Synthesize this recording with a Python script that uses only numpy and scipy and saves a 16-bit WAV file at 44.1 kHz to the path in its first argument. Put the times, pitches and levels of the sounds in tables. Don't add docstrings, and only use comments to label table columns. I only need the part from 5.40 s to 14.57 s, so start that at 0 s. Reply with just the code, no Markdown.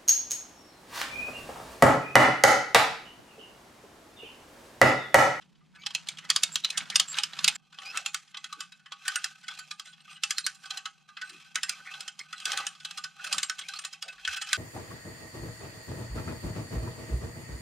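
import sys
import numpy as np
from scipy import signal
from scipy.fft import rfft, irfft
from scipy.io import wavfile
from scipy.ndimage import uniform_filter1d

SR = 44100
rng = np.random.default_rng(int(sys.argv[2]) if len(sys.argv) > 2 else 0)


def digitize_waveform(pressure):
    field = np.atleast_2d(pressure).T
    bounded = np.clip(field, -1, 1)
    quanta = np.round(bounded * 32767).astype(np.int16)
    wavfile.write(sys.argv[1], SR, quanta)


N = 404397
JUMP_S = 2.165

# time in seconds, peak level in dB, lower frame ring, upper frame ring
# and treble in dB against the whole blow, drag of the pawl before it lands fully in ms.
BLOWS = [(0.011, -49, -18, -19.5, -24, 2), (.02, -47, -18.5, -19.5, -23.5, 2),
         (.15, -56.5, -32, -23.5, -35, 9), (.205, -60, -10, -8, -32, 8), (0.247, -65, -48, -36, -40, 4),
         (0.3493, -42.5, -21.5, -15.5, -26, 13), (0.4174, -42.5, -42.5, -25.5, -36.5, 3.1),
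         (0.4345, -36, -26, -24, -35.5, 3.9), (.462, -16.5, -31, -26, -22, 6),
         (0.505, -32.5, -24, -24, -22.5, 2.7), (0.549, -13, -32.5, -22.5, -15, 1.1),
         (0.6697, -31.5, -32, -30.5, -21.5, 2.3), (0.687, -18, -43.5, -22, -12.5, 0.5),
         (.7716, -35, -34, -27.5, -25, 2.7), (0.7845, -28, -21.5, -15.5, -20.5, 1.55),
         (.849, -35, -22, -14.5, -17.5, 2.4), (.902, -4, -21, -30, -12.5, 0.62),
         (0.9622, -3.5, -21, -24, -9.5, 0.14), (1.034, -8, -30, -23, -13, 1.7),
         (1.157, -8, -28, -23.5, -15, 0.4), (1.2464, -13.5, -37.5, -28, -23.5, 2.3),
         (1.3017, -19.5, -33, -28, -13, 4.2), (1.374, -14.5, -28.5, -25.5, -14, 5.1),
         (1.455, -40, -25, -20, -25.5, 0.93), (1.5, -20.5, -24.5, -29.5, -19.5, 2.1),
         (1.5572, -5.5, -26, -24.5, -13, 0.99), (1.5981, -6, -27.5, -25.5, -15, 0.53),
         (1.681, -35, -12.5, -17, -13.5, 3.3), (1.7417, -25.5, -23.5, -29, -30, 1.5),
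         (1.7856, -13, -33, -25, -18.5, 0.64), (1.8342, -14, -28.5, -21, -13, 2),
         (1.933, -28.5, -28.5, -26, -31, 2.2), (1.9888, -19.5, -22, -26.5, -23.5, 2.9),
         (2.044, -4.5, -29, -25.5, -15, 0.51), (2.0785, -6.5, -31.5, -25, -15, .6),
         (2.155, -29, -20.5, -12, -19, 2.9), (2.3253, -43.5, -14, -22, -23, 3.5),
         (2.343, -44.5, -22, -18, -20.5, 2.8), (2.3865, -28, -19.5, -25, -29.5, 0.46),
         (2.418, -34, -9, -13, -15.5, 3.3), (2.455, -37.5, -28, -14.5, -7, 4.2),
         (2.5505, -55, -28, -18, -11.5, 3), (2.573, -14, -23.5, -15, -7, 0.25),
         (2.627, -57, -17, -19, -13.5, 3.3), (2.661, -16, -26.5, -25, -12.5, 0.3),
         (2.745, -13, -21, -19, -10.5, 0.15), (2.8757, -49, -29.5, -22, -23, 2.7),
         (2.9435, -30.5, -14, -22, -31, 3.3), (2.9694, -26.5, -23.5, -20.5, -22, 4.2),
         (3.0423, -25, -19.5, -20.5, -15.5, 1.8), (3.126, -26, -12, -22, -14, 3),
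         (3.205, -22, -16, -22, -13, 1.7), (3.3194, -36.5, -30, -17.5, -17.5, 3.3),
         (3.3943, -52, -24, -10.5, -16, 3), (3.459, -37.5, -13.5, -14.5, -25.5, 2.1),
         (3.5205, -28, -16, -29.5, -25, 0.92), (3.652, -32, -11.5, -7.5, -10.5, 2.3),
         (3.68, -14.5, -21.5, -10, -6.5, 0.52), (3.7576, -13, -25.5, -9, -7.5, 0.53),
         (3.8424, -14.5, -24, -12, -9.5, 1.5), (3.977, -62, -25.5, -13.5, -17, 1.5),
         (4.0296, -36.5, -29, -13.5, -15.5, 12.4), (4.081, -25, -24.5, -16.5, -16.5, 4.4),
         (4.102, -34.5, -18, -19, -18.5, 15.2), (4.147, -40, -28.5, -16.5, -15.5, 5.2),
         (4.188, -29.5, -18, -12.5, -7.5, 7.3), (4.283, -55, -23.5, -18.5, -11.5, 2.4),
         (4.309, -26, -15.5, -14.5, -11, 5.3), (4.3962, -24.5, -13, -22.5, -11.5, 1.7),
         (4.4553, -37.5, -28, -14, -12, 3.7), (4.467, -39, -33, -21, -20.5, 9.9),
         (4.5273, -42.5, -24, -23, -20.5, 8), (4.578, -51, -25, -20, -30, 3), (4.65, -57, -25, -15, -25, 3),
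         (4.73, -44, -25, -20, -22, 3), (4.6034, -44, -30, -27.5, -39, 2.5),
         (4.6773, -42, -7, -12, -23, 5.6), (4.712, -40, -20.5, -18.5, -22.5, 2),
         (4.764, -44, -23, -20, -22.5, 5.3), (4.8352, -14.5, -23, -21, -12, 0.23),
         (4.907, -14, -24, -13, -8, 0.22), (4.9826, -14.5, -19.5, -14.5, -8, 0.34),
         (5.0645, -15, -20.5, -15, -7.5, 0.29), (5.146, -44.5, -36, -22, -3, 1.2),
         (5.234, -37.5, -7, -15.5, -17.5, 5.4), (5.2562, -34, -18.5, -30.5, -17, 2.6),
         (5.305, -22.5, -18.5, -25, -17, 4.2), (5.372, -25.5, -19, -21.5, -12, 3.3),
         (5.4552, -23, -20, -19.5, -19.5, 4.7), (5.6875, -41, -3.5, -9, -17.5, 3.4),
         (5.7683, -29, -16, -16, -30.5, 3.8), (5.8137, -28, -25, -7.5, -16.5, 5.2),
         (5.893, -36, -21, -16.5, -11, 4.1), (5.93, -47, -27, -11, -10.5, 3),
         (5.962, -46, -25, -20, -15, 2.8), (6.0, -46, -25, -12, -15, 3.6), (6.045, -48.5, -25, -18, -15, 3),
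         (6.1566, -12, -28, -15.5, -12, 0.2), (6.2322, -14.5, -25.5, -15, -10, 0.37),
         (6.2942, -14, -29.5, -20, -7.5, .3), (6.461, -40, -12, -9.5, -34, 3.7),
         (6.537, -31.5, -20, -23.5, -30.5, 3), (6.6054, -26, -18.5, -21, -9.5, 2.2),
         (6.678, -25, -28.5, -18.5, -15, 3.2), (6.7916, -27.5, -21, -22, -9, 1.58),
         (6.927, -26, -20, -10.5, -15.5, 3.9), (6.98, -34, -34, -24.5, -18.5, .6),
         (7.0008, -30, -33, -22.5, -16.5, 0.52), (7.022, -48, -27.5, -24.5, -3.5, 3.4),
         (7.0549, -14, -34, -21, -9, .3), (7.1182, -14.5, -28, -21.5, -12, 0.35),
         (7.174, -14.5, -28, -15, -11.5, 0.8), (7.209, -38, -9, -15, -27, 6.5),
         (7.267, -18, -25, -24.5, -13, 0.88), (7.35, -40, -17, -26, -22, 2.3),
         (7.3995, -37, -38, -20.5, -21.5, 5.3), (7.448, -24.5, -25.5, -23.5, -14.5, 3.3),
         (7.5089, -25.5, -14.5, -19.5, -11.5, 2.3), (7.5736, -24.5, -13, -21, -11, 3.4),
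         (7.639, -23.5, -21.5, -16.5, -14, 4.9), (7.79, -36.5, -16, -4.5, -27, 9.2),
         (7.841, -24, -27, -5.5, -7.5, 5.6), (7.872, -28, -19, -9.5, -8.5, 1.6),
         (7.927, -14.5, -23, -18.5, -10.5, 0.28), (7.941, -25.5, -6.5, -27, -7.5, 5.3),
         (7.982, -15, -19.5, -19.5, -7, 0.38), (8.0303, -15.5, -18, -21, -9.5, 0.76),
         (8.0971, -16.5, -20.5, -14.5, -10, 0.39), (8.182, -33, -25, -21, -15, 3.6),
         (8.19, -26, -18, -20, -12, 3.3), (8.21, -32, -26, -28, -25.5, 2),
         (8.2457, -49, -23, -14, -6.5, 7.3), (8.2847, -26.5, -33, -17, -12, 3.2),
         (8.336, -27, -16, -21.5, -15.5, 1.3), (8.3883, -26.5, -22, -23, -12, 2.4),
         (8.438, -34, -22, -17, -21, 3.4), (8.4488, -24.5, -24, -20.5, -11, 2.1),
         (8.528, -31.5, -19.5, -20, -13, 6.2), (8.623, -22, -25, -19, -12.5, 3.7),
         (8.68, -31.5, -31, -16, -14, 7.1), (8.726, -42, -29.5, -20.5, -15.5, 3.5),
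         (8.755, -54, -27.5, -22, -10, 3), (8.7806, -42.5, -20, -11, -32, 2.3),
         (8.796, -41.5, -27, -15.5, -22, 2.7), (8.85, -19, -25.5, -23, -26.5, 0.69),
         (8.876, -15.5, -29, -8, -15.5, 1.2), (8.912, -34, -24.5, -9, -17.5, 4.7),
         (8.929, -28.5, -30, -8, -15, 5.3), (8.961, -24.5, -31, -11, -10.5, 14.5),
         (9.014, -21.5, -27, -13.5, -13, 8.6), (9.086, -29, -25.5, -10.5, -14.5, 5.8),
         (9.1307, -7, -18, -12, -7, 0.4)]
COLOUR_HZ = [800, 1200, 1520, 3200, 8000]
# pitch in Hz, relative level in dB,
# time to fade by 60 dB in seconds, before each blow's own scaling.
STEEL = [(814, -19, 0.19), (1141, -11, 0.088), (1241, -8, 0.11), (1338, -12.5, 0.048), (1498.6, 2.5, 0.086),
         (1560, -6.5, 0.08), (1660, -10, 0.1), (1820, -12, 0.089), (2016, -12.5, 0.11),
         (2150, -27.5, 0.061), (2630, -10, 0.11), (3060, -9, 0.029), (3060, -8, 0.097), (3350, 2.5, 0.024),
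         (3985, -0.5, 0.027), (4727, -13, 0.059), (5160, -6.5, 0.031), (5170, -6, 0.031), (6300, -29, 0.2),
         (7500, -25, 0.21), (7170, -18.5, 0.15), (8600, -16.5, 0.25)]
# pitch in Hz, relative level in dB per Hz.
CRACK = [(180, -61), (300, -10), (885, -23.5), (1150, -1), (2030, 0.5), (2360, 0), (2650, 4.5), (5080, 0),
         (6300, -2), (7080, -1.5), (10400, -14), (16000, -39.5)]
# pitch in Hz, width in Hz, relative level in dB.
RUB_RINGS = [(791, 88, -4.5), (1152, 65, -0.5), (1235, 126, 10), (1526.5, 93, 14.5), (2630, 350, 5.5),
             (3190, 380, 2), (3405, 300, -8.5), (4036, 170, 4.5), (2065, 99, -10), (4400, 45, 0),
             (4720, 120, -3.5), (5310, 200, -3), (6010, 400, -7)]
# pitch in Hz, relative level in dB per Hz.
RUB_HISS = [(500, -17), (1000, -7.5), (1500, 2), (1950, -1), (2500, 3.5), (4000, -0.5), (8000, -8),
            (11000, -19.5), (13500, -22), (16000, -44)]
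# start in seconds, hold in seconds, level in dB,
# frame ring and drum ring in dB against that level.
STROKES = [(0.503, 0.63, -61.5, 6, -9.5), (0.995, 0.05, -52.5, 2, -14), (1.3, 0.03, -55, 0, -9.5),
           (1.43, .2, -53.5, 7, -9), (1.777, 0.036, -43, 4, -21.5), (2.002, 0.098, -44, 3.5, -15),
           (2.42, 0.064, -61.5, -12.5, -2.5), (2.54, 0.046, -44.5, -1.5, -18),
           (3.102, 0.12, -61.5, 0.5, -28), (3.677, 0.18, -47.5, -1.5, -20.5),
           (4.122, 0.084, -54, -23, -12.5), (4.47, 0.026, -61, -10, -35), (4.7, 0.041, -57.5, -10, -21),
           (4.912, 0.032, -55, 0, -16), (5.292, 0.058, -49.5, 1, -9), (5.85, 0.16, -57.5, -6, -17.5),
           (6.327, 0.0066, -49, -1.5, -15), (6.47, 0.037, -54.5, -2, -12), (6.55, .06, -53.5, -8, -8.5),
           (6.8, 0.1, -63.5, -0.5, -18), (7.068, 0.14, -42, -1.5, -13.5), (7.502, 0.11, -56, -11, -15),
           (7.699, 0.024, -84, 10, -7), (7.85, 0.11, -44, -5, -11.5), (8.12, 0.055, -66, 2, -12),
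           (8.302, 0.066, -49, -25, -15.5), (8.522, 0.017, -64.5, -21, -11), (8.75, 0.014, -62, -8, -3.5),
           (8.898, 0.032, -41.5, -12, -18.5), (9.15, .03, -37, -7.5, -39)]
# start in seconds, length in seconds, start pitch in Hz, end pitch in Hz,
# level in dB, octave above in dB against the main tone.
SQUEAKS = [(.335, 0.063, 1503, 1495, -61.5, -30), (0.392, 0.053, 6500, 6540, -67, -27),
           (0.382, 0.059, 2220, 2370, -56, -11), (1.118, 0.032, 7400, 7540, -42.5, -30),
           (1.237, 0.0103, 3700, 4300, -34, -22), (1.674, 0.061, 7510, 7500, -40.5, -44),
           (1.715, 0.021, 4580, 4560, -50, -30), (2.15, 0.013, 7440, 7500, -40, -35.5),
           (2.448, 0.071, 2372, 2645, -46, -2), (2.512, 0.075, 1414, 1386, -52, -18),
           (2.532, 0.041, 1840, 2400, -50, -16), (2.54, .03, 1300, 1420, -46, -20),
           (2.665, .04, 2400, 2550, -52, -20), (7.11, .015, 820, 820, -51, -20),
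           (7.2, .05, 1950, 2000, -50, -21), (6.16, 0.036, 2000, 2000, -43, -25),
           (6.305, .04, 2400, 2350, -49, -25), (4.439, 0.089, 8200, 8700, -67, -85),
           (4.604, 0.021, 8600, 8400, -68, -57), (4.705, 0.064, 8500, 8450, -63, -30),
           (4.967, 0.017, 4170, 4290, -42, -28), (5.04, 0.02, 4120, 4280, -39, -19),
           (5.842, 0.049, 8400, 8500, -65, -37), (6.8, 0.016, 2060, 2150, -43, -11),
           (6.283, 0.014, 1950, 2160, -45, -22), (6.957, 0.051, 3990, 4010, -54.5, -9),
           (7.135, 0.033, 787, 810, -47, -20), (7.195, .02, 800, 820, -46, -25),
           (7.225, .05, 810, 800, -54.5, -26), (7.062, .022, 1500, 1490, -41.5, -30),
           (6.393, 0.025, 1510, 1500, -50, -30), (3.65, 0.0184, 2700, 2650, -52, -20),
           (9.112, .016, 2700, 2100, -44.5, -20), (8.35, 0.027, 4030, 4500, -45, -17),
           (2.58, 0.058, 2610, 2730, -55, -27), (7.1, .022, 2200, 1880, -44, -20),
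           (8.214, .06, 1905, 2590, -54, -21), (5.999, 0.041, 2200, 2340, -67, -19),
           (8.681, 0.028, 2630, 2600, -45.5, -29), (9.1, 0.033, 2000, 2260, -52, -15)]
# time in seconds, pitch in Hz, level in dB.
TEETH = [(0.462, 3360, -38), (0.549, 2605, -30), (0.687, 2340.0, -38), (0.902, 4670.0, -31),
         (0.9624, 5040.0, -29), (1.034, 3680.0, -23.5), (1.157, 3290.0, -29), (1.246, 4030.0, -24.5),
         (1.3014, 2560.0, -32.5), (1.374, 3850, -37), (1.5, 2970, -38), (1.5571, 5520.0, -31),
         (1.5986, 3190.0, -22.5), (1.7856, 3760.0, -32), (1.8342, 5500, -32), (1.9889, 3590.0, -38),
         (2.044, 4620.0, -24.5), (2.0787, 3450.0, -25.5), (2.573, 2670.0, -30.5), (2.661, 2700.0, -33),
         (2.745, 4640, -34), (2.9692, 3320, -38), (3.0423, 3330, -43), (3.126, 4000, -44),
         (3.205, 3100, -44), (3.5213, 3250.0, -44), (3.68, 4650, -32), (3.7576, 2700.0, -31),
         (3.8422, 2700.0, -33.5), (4.081, 3340.0, -38), (4.309, 4070, -47), (4.3961, 3220, -41),
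         (4.8356, 2680, -28), (4.907, 2700, -33.5), (4.9825, 4070.0, -31), (5.0644, 4120.0, -35),
         (5.305, 3194, -34.5), (5.372, 4060, -38.5), (5.455, 4080, -42), (5.7684, 3240.0, -41),
         (6.1568, 2680, -31.5), (6.2322, 5300, -31), (6.2941, 2666, -32), (6.537, 3520, -45),
         (6.605, 5210.0, -46), (6.678, 5160.0, -44), (6.7916, 5150, -42), (7.0545, 3500, -35),
         (7.1182, 3050, -34), (7.174, 3550.0, -35), (7.267, 2980.0, -37), (7.448, 3413, -37.5),
         (7.5089, 2660.0, -47), (7.5733, 4270, -44), (7.639, 5080.0, -35), (7.927, 3170, -33),
         (7.9818, 3530.0, -33), (8.0304, 4630, -33), (8.0972, 3150, -39), (8.19, 3350.0, -39.5),
         (8.2847, 3960.0, -43), (8.336, 4100.0, -43), (8.3884, 3350.0, -46), (8.4488, 4050.0, -43),
         (8.623, 5170.0, -41), (8.85, 3080, -37), (9.1305, 3260.0, -32)]
# start in seconds, pitch in Hz, width in Hz, level in dB,
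# length in seconds.
DRAGS = [(.888, 2060, 1800, -34.5, 0.036), (1.4, 2300, 3100, -38, 0.016), (.81, 1950, 300, -56.5, 0.078),
         (1.3, 1800, 900, -50.5, 0.12), (1.5, 1900, 900, -46, .06), (6.44, 2070, 780, -47.5, 0.079),
         (7, 2900, 1200, -52, .04), (4.67, 2670, 400, -55, .08), (4.75, 2840, 600, -54, 0.038),
         (8.62, 650, 400, -62, .1), (7.8, 610, 200, -65.5, 0.22), (2.5, 1400, 890, -54, 0.13),
         (7.1, 1630, 980, -47, 0.12), (2.5, 670, 300, -64.5, 0.21), (7.08, 680, 250, -60, 0.05),
         (7.14, 1200, 180, -46, 0.12)]
# start in seconds, pitch in Hz, width in Hz, level in dB,
# length in seconds.
THUDS = [(1.37, 194, 150, -62, 0.11), (3.165, 304, 302, -66.5, 0.048), (5.87, 317, 215, -67.5, 0.15),
         (7.93, 205, 162, -60.5, 0.083), (8.855, 68, 25.8, -62, 0.088), (7.8, 45, 40, -84, 0.32),
         (8.6, 40, 40, -81, .4), (9.0, 35, 40, -82, .17)]
# time in seconds, level in dB.
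HUM = [
    [(0.0, -62.5), (1.25, -59.5), (1.29, -70), (1.39, -53.5), (1.9, -64.5), (2.07, -52.5), (2.16, -60)],
    [(2.17, -70.5), (2.23, -73), (2.93, -69), (7.84, -70), (7.96, -61), (8.09, -70), (9.17, -71.5)],
]
# pitch in Hz, relative level in dB per Hz.
HUM_BAND = [(90, -70), (125, -14), (155, 4.5), (200, -2.5), (260, -15.5), (400, -56.5)]
# pitch in Hz, relative level in dB per Hz.
AIR = [(20, -4.5), (60, 4), (120, 0), (300, 5), (600, -10), (1000, -7.5), (3000, -13.5), (8000, -21.5),
       (12000, -35.5), (16000, -76)]
# pitch in Hz, likeness from 0 to 1.
ALIKE = [(60, 0), (300, 0), (700, 0.7), (1500, 0.89), (3500, 0.94), (6500, 0.76), (7900, .2), (8800, 0.7),
         (15000, 0.5)]
# pitch in Hz, left against right in dB.
PORT_DB = [(200, -.5), (700, -3.5), (1200, -1.3), (1600, -2), (2400, 1), (4400, -1.5), (5500, -3.5),
           (6200, -1), (7200, -4), (8700, 2.5), (10500, -4.5), (12500, -1.5), (15000, -1)]
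# pitch in Hz, lead of left in radians.
PORT_LEAD = [(400, -0.1), (1000, .4), (2100, .35), (2700, .05), (4400, 0), (5200, -0.6), (6000, .1),
             (6800, -.2), (8000, .6), (8500, -.3), (9200, -1), (10000, -.15), (12000, 0)]

BLOW_SIZE, BLOW_LEAD = 8192, 512
RING_S, RING_SLOPE_S, CYCLES = 0.061, 0.0018, 1000
SLACK_RING = 0.57
CONTACT_MS, CONTACT_SLOPE_MS, CONTACT_SCATTER = 1.12, 0.0088, 0.67
LEAD_DB, LEAD_SLOPE, LEAD_MS = -35, 0.28, 24
TICK_DB, TICK_SLOPE = 17.5, 0.62
MODE_SCATTER_DB, DETUNE, STEADY_HZ = 3.5, .017, 1380
BLOOM_MS, BLOOM_HZ = 5.5, 1530
CRACK_DB, CRACK_LATER_DB, CRACK_T60_S = 5, 3.5, 0.026
CRACK_SLOPE, CRACK_RIPPLE_DB, DRAG_DULL_DB_MS = 0.064, 2.5, 0.5
RATTLE_DB, RATTLE_T60_S, RATTLE_TREBLE_HZ, BOUNCE_DB = -20, 0.22, 8900, 2
DRUM_DB, DRUM_SLOPE = -4.5, 0.21
SLACK_UPPER_DB, SLACK_DRUM_DB = -4, 3

STROKE_RISE_DB_S, STROKE_FALL_DB_S = 207.5, 144.5
RUB_REST_DB, REST_FRAME_DB, REST_DRUM_DB = -73.5, -78.5, -80
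RUB_TREBLE_DB = -10.5
SLIP_TOP, GRIT_DB = 2.65, 4.5
CATCH_LOW_DB, CATCH_HIGH_DB = 3, 4
SLACK_DB = -22

SQUEAK_ROUGH = 0.5
TOOTH_RISE_MS, TOOTH_T60_S, TOOTH_WAVER = 1.2, .045, 0.014
TRUNKS_DB, TRUNKS_T60_S, TRUNKS_TREBLE_HZ = -15.5, 0.11, 5750
AIR_DB, AIR_LATER_DB = -71.5, -82
CEILING, TOP_HZ = 1.3, 16000


def undb(db):
    return 10 ** (np.asarray(db) / 20)


def unit(x):
    return x / np.sqrt(np.mean(x ** 2))


def read(table, hz):
    f, v = np.transpose(table)
    return np.interp(np.log(hz + 1), np.log(f), v)


def shape(x, gain):
    size = x.shape[-1]
    return irfft(rfft(x) * gain(np.arange(size // 2 + 1) * SR / size), size)


def curves(tables):
    s, *columns = np.concatenate(tables).T
    return [np.interp(np.arange(N) / SR, s, c) for c in columns]


def walk(rate):
    k = int(SR / rate)
    steps = np.repeat(rng.standard_normal(N // k + 1), k)
    return uniform_filter1d(steps, k)[:N]


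def pair(common, other, hz):
    alike = np.clip(read(ALIKE, hz), 0, 1)
    return np.sqrt(1 + alike) * common + np.array([[1], [-1]]) * np.sqrt(1 - alike) * other


def add(out, x, s):
    i = int(s * SR)
    end = min(i + x.shape[-1], int(JUMP_S * SR) if s < JUMP_S else N)
    out[..., i:end] += x[..., :end - i]


def strokes():
    t = np.arange(N) / SR
    out = undb([[RUB_REST_DB], [REST_FRAME_DB], [REST_DRUM_DB]])
    for s, hold, db, frame_db, drum_db in STROKES:
        early, late = np.maximum(s - t, 0), np.maximum(t - s - hold, 0)
        swell = undb(db - STROKE_RISE_DB_S * early - STROKE_FALL_DB_S * late)
        same_side = (t < JUMP_S) == (s < JUMP_S)
        out = out + swell * same_side * undb([[0], [frame_db], [drum_db]])
    return *out, out[0] * undb(RUB_TREBLE_DB)


def grind():
    slip_size = np.minimum(rng.exponential(size=N), SLIP_TOP)
    slips = rng.standard_normal((2, N)) * undb(6.6 * slip_size * (rng.random(N) < .05))
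    hz = np.arange(N // 2 + 1) * SR / N
    slips = pair(*rfft(slips * undb(GRIT_DB * walk(110))), hz)
    sound = irfft(slips * undb(read(RUB_HISS, hz)), N)
    slack_db = np.where(np.arange(N) < JUMP_S * SR, SLACK_DB, 0)
    for f, width, db in RUB_RINGS:
        catch_db = (CATCH_LOW_DB if f < 1700 else CATCH_HIGH_DB) * walk(30)
        ring = irfft(slips / (1 + 2j * (hz - f) / width) ** 2, N)
        sound += ring * undb(db + slack_db + catch_db)
    sound, out = rfft(sound), 0
    bands = [(1850, 6000), (1020, 1850), (300, 1020), (6000, 22050)]
    for gain, (lo, hi) in zip(strokes(), bands):
        part = 1 / (1 + ((hz + 1) / hi) ** 16) / (1 + (lo / (hz + 1)) ** 16)
        out = out + unit(irfft(sound * part, N)) * gain
    return out


def forest():
    hum = unit(shape(rng.standard_normal((2, N)), lambda hz: undb(read(HUM_BAND, hz))))
    hz = np.arange(N // 2 + 1) * SR / N
    air = pair(*rfft(rng.standard_normal((2, N))), hz) * undb(read(AIR, hz))
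    air = unit(irfft(air, N))
    air_db = np.where(np.arange(N) < JUMP_S * SR, AIR_DB, AIR_LATER_DB) + 2.0 * walk(0.97)
    hum_db = curves(HUM)[0] + 2.0 * walk(2.6)
    return hum * undb(hum_db) + air * undb(air_db) + scuffs(THUDS)


def loose_parts():
    wander = rng.standard_normal((2, 64, BLOW_SIZE))
    wander = uniform_filter1d(uniform_filter1d(wander, size=300), size=300)
    return np.exp(9.5 * wander[0] + 14.9 * 1j * wander[1])


def steel_ring(damp, slack, stumble):
    t = np.arange(BLOW_SIZE) / SR
    hz, db, t60 = np.transpose(STEEL)
    t60 = np.minimum(t60, CYCLES / hz)
    loose = 1 / (1 + (STEADY_HZ / hz[:, None]) ** 4)
    spot = rng.standard_normal((2, len(hz))) + 1j * rng.standard_normal((2, len(hz)))
    spot *= undb(MODE_SCATTER_DB * loose[:, 0] * rng.standard_normal(len(hz))) / np.abs(spot)
    touch = 1 + loose * (stumble[rng.integers(64, size=len(hz))] - 1)
    pitch = hz * (1 + DETUNE * rng.standard_normal(len(hz)))
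    ring = np.exp(np.outer(2j * np.pi * pitch - damp / slack / t60, t)) * touch
    blooms = np.abs(hz[:, None] / BLOOM_HZ - 1) < .06
    ring *= np.where(blooms, 1 - np.exp(-1000 * t / BLOOM_MS), 1)
    return np.imag((undb(db) * pair(*spot, hz)) @ ring)


def frame_crack(scrape, press, tick, late, since, damp, stumble):
    bins = np.arange(BLOW_SIZE // 2 + 1) * SR / BLOW_SIZE
    fade = press * np.exp(-damp * late / CRACK_T60_S)
    crack = rng.standard_normal((2, BLOW_SIZE)) * np.where(since < 0, scrape, fade)
    crack[0, BLOW_LEAD] = tick
    rattle = rng.standard_normal((2, BLOW_SIZE)) * (since > 0) * undb(RATTLE_DB)
    rattle *= np.exp(-damp * late / RATTLE_T60_S)
    rattle *= np.minimum(np.abs(stumble[rng.integers(64)]), 1.5)
    bounce = np.minimum(rng.exponential(size=BLOW_SIZE // 64), 3)
    rattle *= undb(BOUNCE_DB * np.repeat(bounce, 64))
    both = rfft(crack) + rfft(rattle) / (1 + (bins / RATTLE_TREBLE_HZ) ** 2)
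    both = pair(*both, bins) * undb(read(CRACK, bins))
    ripple = unit(uniform_filter1d(rng.standard_normal(len(bins)), size=50))
    return both * undb(CRACK_RIPPLE_DB * ripple)


def blows():
    out, rows = np.zeros((2, N)), np.array(BLOWS)
    since = (np.arange(BLOW_SIZE) - BLOW_LEAD) / SR
    bins = np.arange(BLOW_SIZE // 2 + 1) * SR / BLOW_SIZE
    stumble = loose_parts()
    small = 1 / (1 + (550 / (bins + 1)) ** 4)
    usual = rows[:, 2:5].mean(axis=0)
    for s, peak_db, lower_db, upper_db, treble_db, drag_ms in rows:
        before = s < JUMP_S
        weak = rows[:, 1].max() - peak_db
        ring_s = RING_S + RING_SLOPE_S * weak
        damp = np.log(1000) * 0.081 / np.clip(ring_s, .02, .5)
        contact_ms = CONTACT_MS + CONTACT_SLOPE_MS * weak
        contact_ms *= np.exp(CONTACT_SCATTER * rng.standard_normal())
        scrape = undb(min(LEAD_DB + LEAD_SLOPE * weak, -3.0)) * np.exp(-1000 * np.abs(since) / LEAD_MS)
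        tick = undb(TICK_DB - TICK_SLOPE * weak) * np.exp(-drag_ms)
        drag = max(drag_ms, .01) / 1000
        press = np.clip(0.46 + 0.66 * since / drag, 0, 1)
        chatter = press * np.exp(-1000 * np.maximum(since - drag, 0) / max(contact_ms, .1))
        contact = rng.standard_normal(BLOW_SIZE) * np.where(since < 0, scrape, chatter)
        contact[BLOW_LEAD] = tick
        modes = rfft(steel_ring(damp, SLACK_RING if before else 1, stumble)) * rfft(contact)
        late = np.maximum(since - drag - contact_ms / 1000, 0)
        crack = frame_crack(scrape, press, tick, late, since, damp, stumble)
        share = undb(CRACK_DB if before else CRACK_LATER_DB)
        share *= undb(-CRACK_SLOPE * weak - DRAG_DULL_DB_MS * drag_ms)
        both = modes / np.linalg.norm(modes) + share * crack / np.linalg.norm(crack)
        drum_db = DRUM_DB + DRUM_SLOPE * weak + SLACK_DRUM_DB * before
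        upper_tint = upper_db - usual[1] + SLACK_UPPER_DB * before
        tint = np.array([drum_db, lower_db - usual[0], upper_tint, 0, treble_db - usual[2]])
        blow = irfft(both * small * undb(read(np.c_[COLOUR_HZ, tint], bins)))
        blow *= undb(peak_db) / np.abs(blow.mean(axis=0)).max()
        add(out, blow, max(s - BLOW_LEAD / SR, 0))
    return out


def trunks(x):
    t = np.arange(SR // 2) / SR
    fade = np.exp(-np.log(1000) * t / TRUNKS_T60_S) * np.minimum(1, t / 0.0037)
    echo = rng.standard_normal((2, len(t))) * fade
    hz = np.arange(len(t) // 2 + 1) * SR / len(t)
    echo = irfft(pair(*rfft(echo), hz) / (1 + (hz / TRUNKS_TREBLE_HZ) ** 2), len(t))
    echo *= undb(TRUNKS_DB) / np.linalg.norm(echo[0])
    out, i = np.zeros((2, N)), int(JUMP_S * SR)
    add(out, signal.fftconvolve(x[None, :i], echo, axes=1), 0)
    add(out, signal.fftconvolve(x[None, i:], echo, axes=1), JUMP_S)
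    return out


def squeaks():
    out = np.zeros(N)
    for s, length, hz0, hz1, db, octave_db in SQUEAKS:
        u = np.arange(int(length * SR)) / (length * SR)
        waver = uniform_filter1d(rng.standard_normal((2, 8192)), size=36)[:, :len(u)] * 6
        pitch = (hz0 + (hz1 - hz0) * u) * (1 + 0.012 * waver[0])
        phase = 2 * np.pi * np.cumsum(pitch) / SR
        swell = np.minimum(1, u / 0.16) * np.minimum(1, (1 - u) / 0.053)
        swell *= undb(db + 1.17 * waver[1])
        rough = uniform_filter1d(rng.standard_normal(8192), size=64)[:len(u)] * 8
        swell *= 1 + SQUEAK_ROUGH * rough
        tone = np.sin(phase) + undb(octave_db) * np.sin(2 * phase)
        add(out, np.sqrt(2) * swell * tone, s)
    return out


def teeth():
    out, t = np.zeros((2, N)), np.arange(4096) / SR
    swell = (1 - np.exp(-1000 * t / TOOTH_RISE_MS)) * np.exp(-np.log(1000) * t / TOOTH_T60_S)
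    for s, hz, db in TEETH:
        waver = unit(uniform_filter1d(rng.standard_normal(len(t)), size=60))
        phase = 2 * np.pi * np.cumsum(hz * (1 + TOOTH_WAVER * waver)) / SR
        tone = pair(np.sin(phase), np.cos(phase) * rng.choice([-1, 1]), hz)
        add(out, undb(db) * swell / swell.max() * tone, s)
    return out


def scuffs(table):
    out, size = np.zeros(N), SR // 2
    for s, centre, width, db, length in table:
        patches = np.repeat(rng.standard_normal(SR // 200 + 1), 100)[:size]
        grit_db = 1.2 * rng.exponential(size=size) + 3.0 * patches
        grit = rng.standard_normal(size) * undb(grit_db)

        def band(hz):
            return 1 / (1 + (2 * (hz - centre) / width) ** 4) * np.minimum(hz / centre, 1) ** 2
        grit = shape(grit, band)[:int(length * SR)]
        add(out, undb(db) * unit(grit * np.hanning(len(grit))), s)
    return out


def ports(x):
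    half = np.array([[.5], [-.5]])

    def gap(hz):
        return undb(half * read(PORT_DB, hz)) * np.exp(1j * half * read(PORT_LEAD, hz))
    return shape(x, gap)


def scene():
    winch = blows() + grind() + squeaks() + scuffs(DRAGS) + teeth()
    echoes = trunks(winch.mean(axis=0))
    return ports(winch + echoes) + forest()


def record(dry):
    soft = CEILING * np.tanh(dry / CEILING)
    top_cut = signal.ellip(10, .2, 70, TOP_HZ, fs=SR, output="sos")
    return signal.sosfilt(top_cut, soft)


dry = scene()
out = record(dry)
digitize_waveform(out)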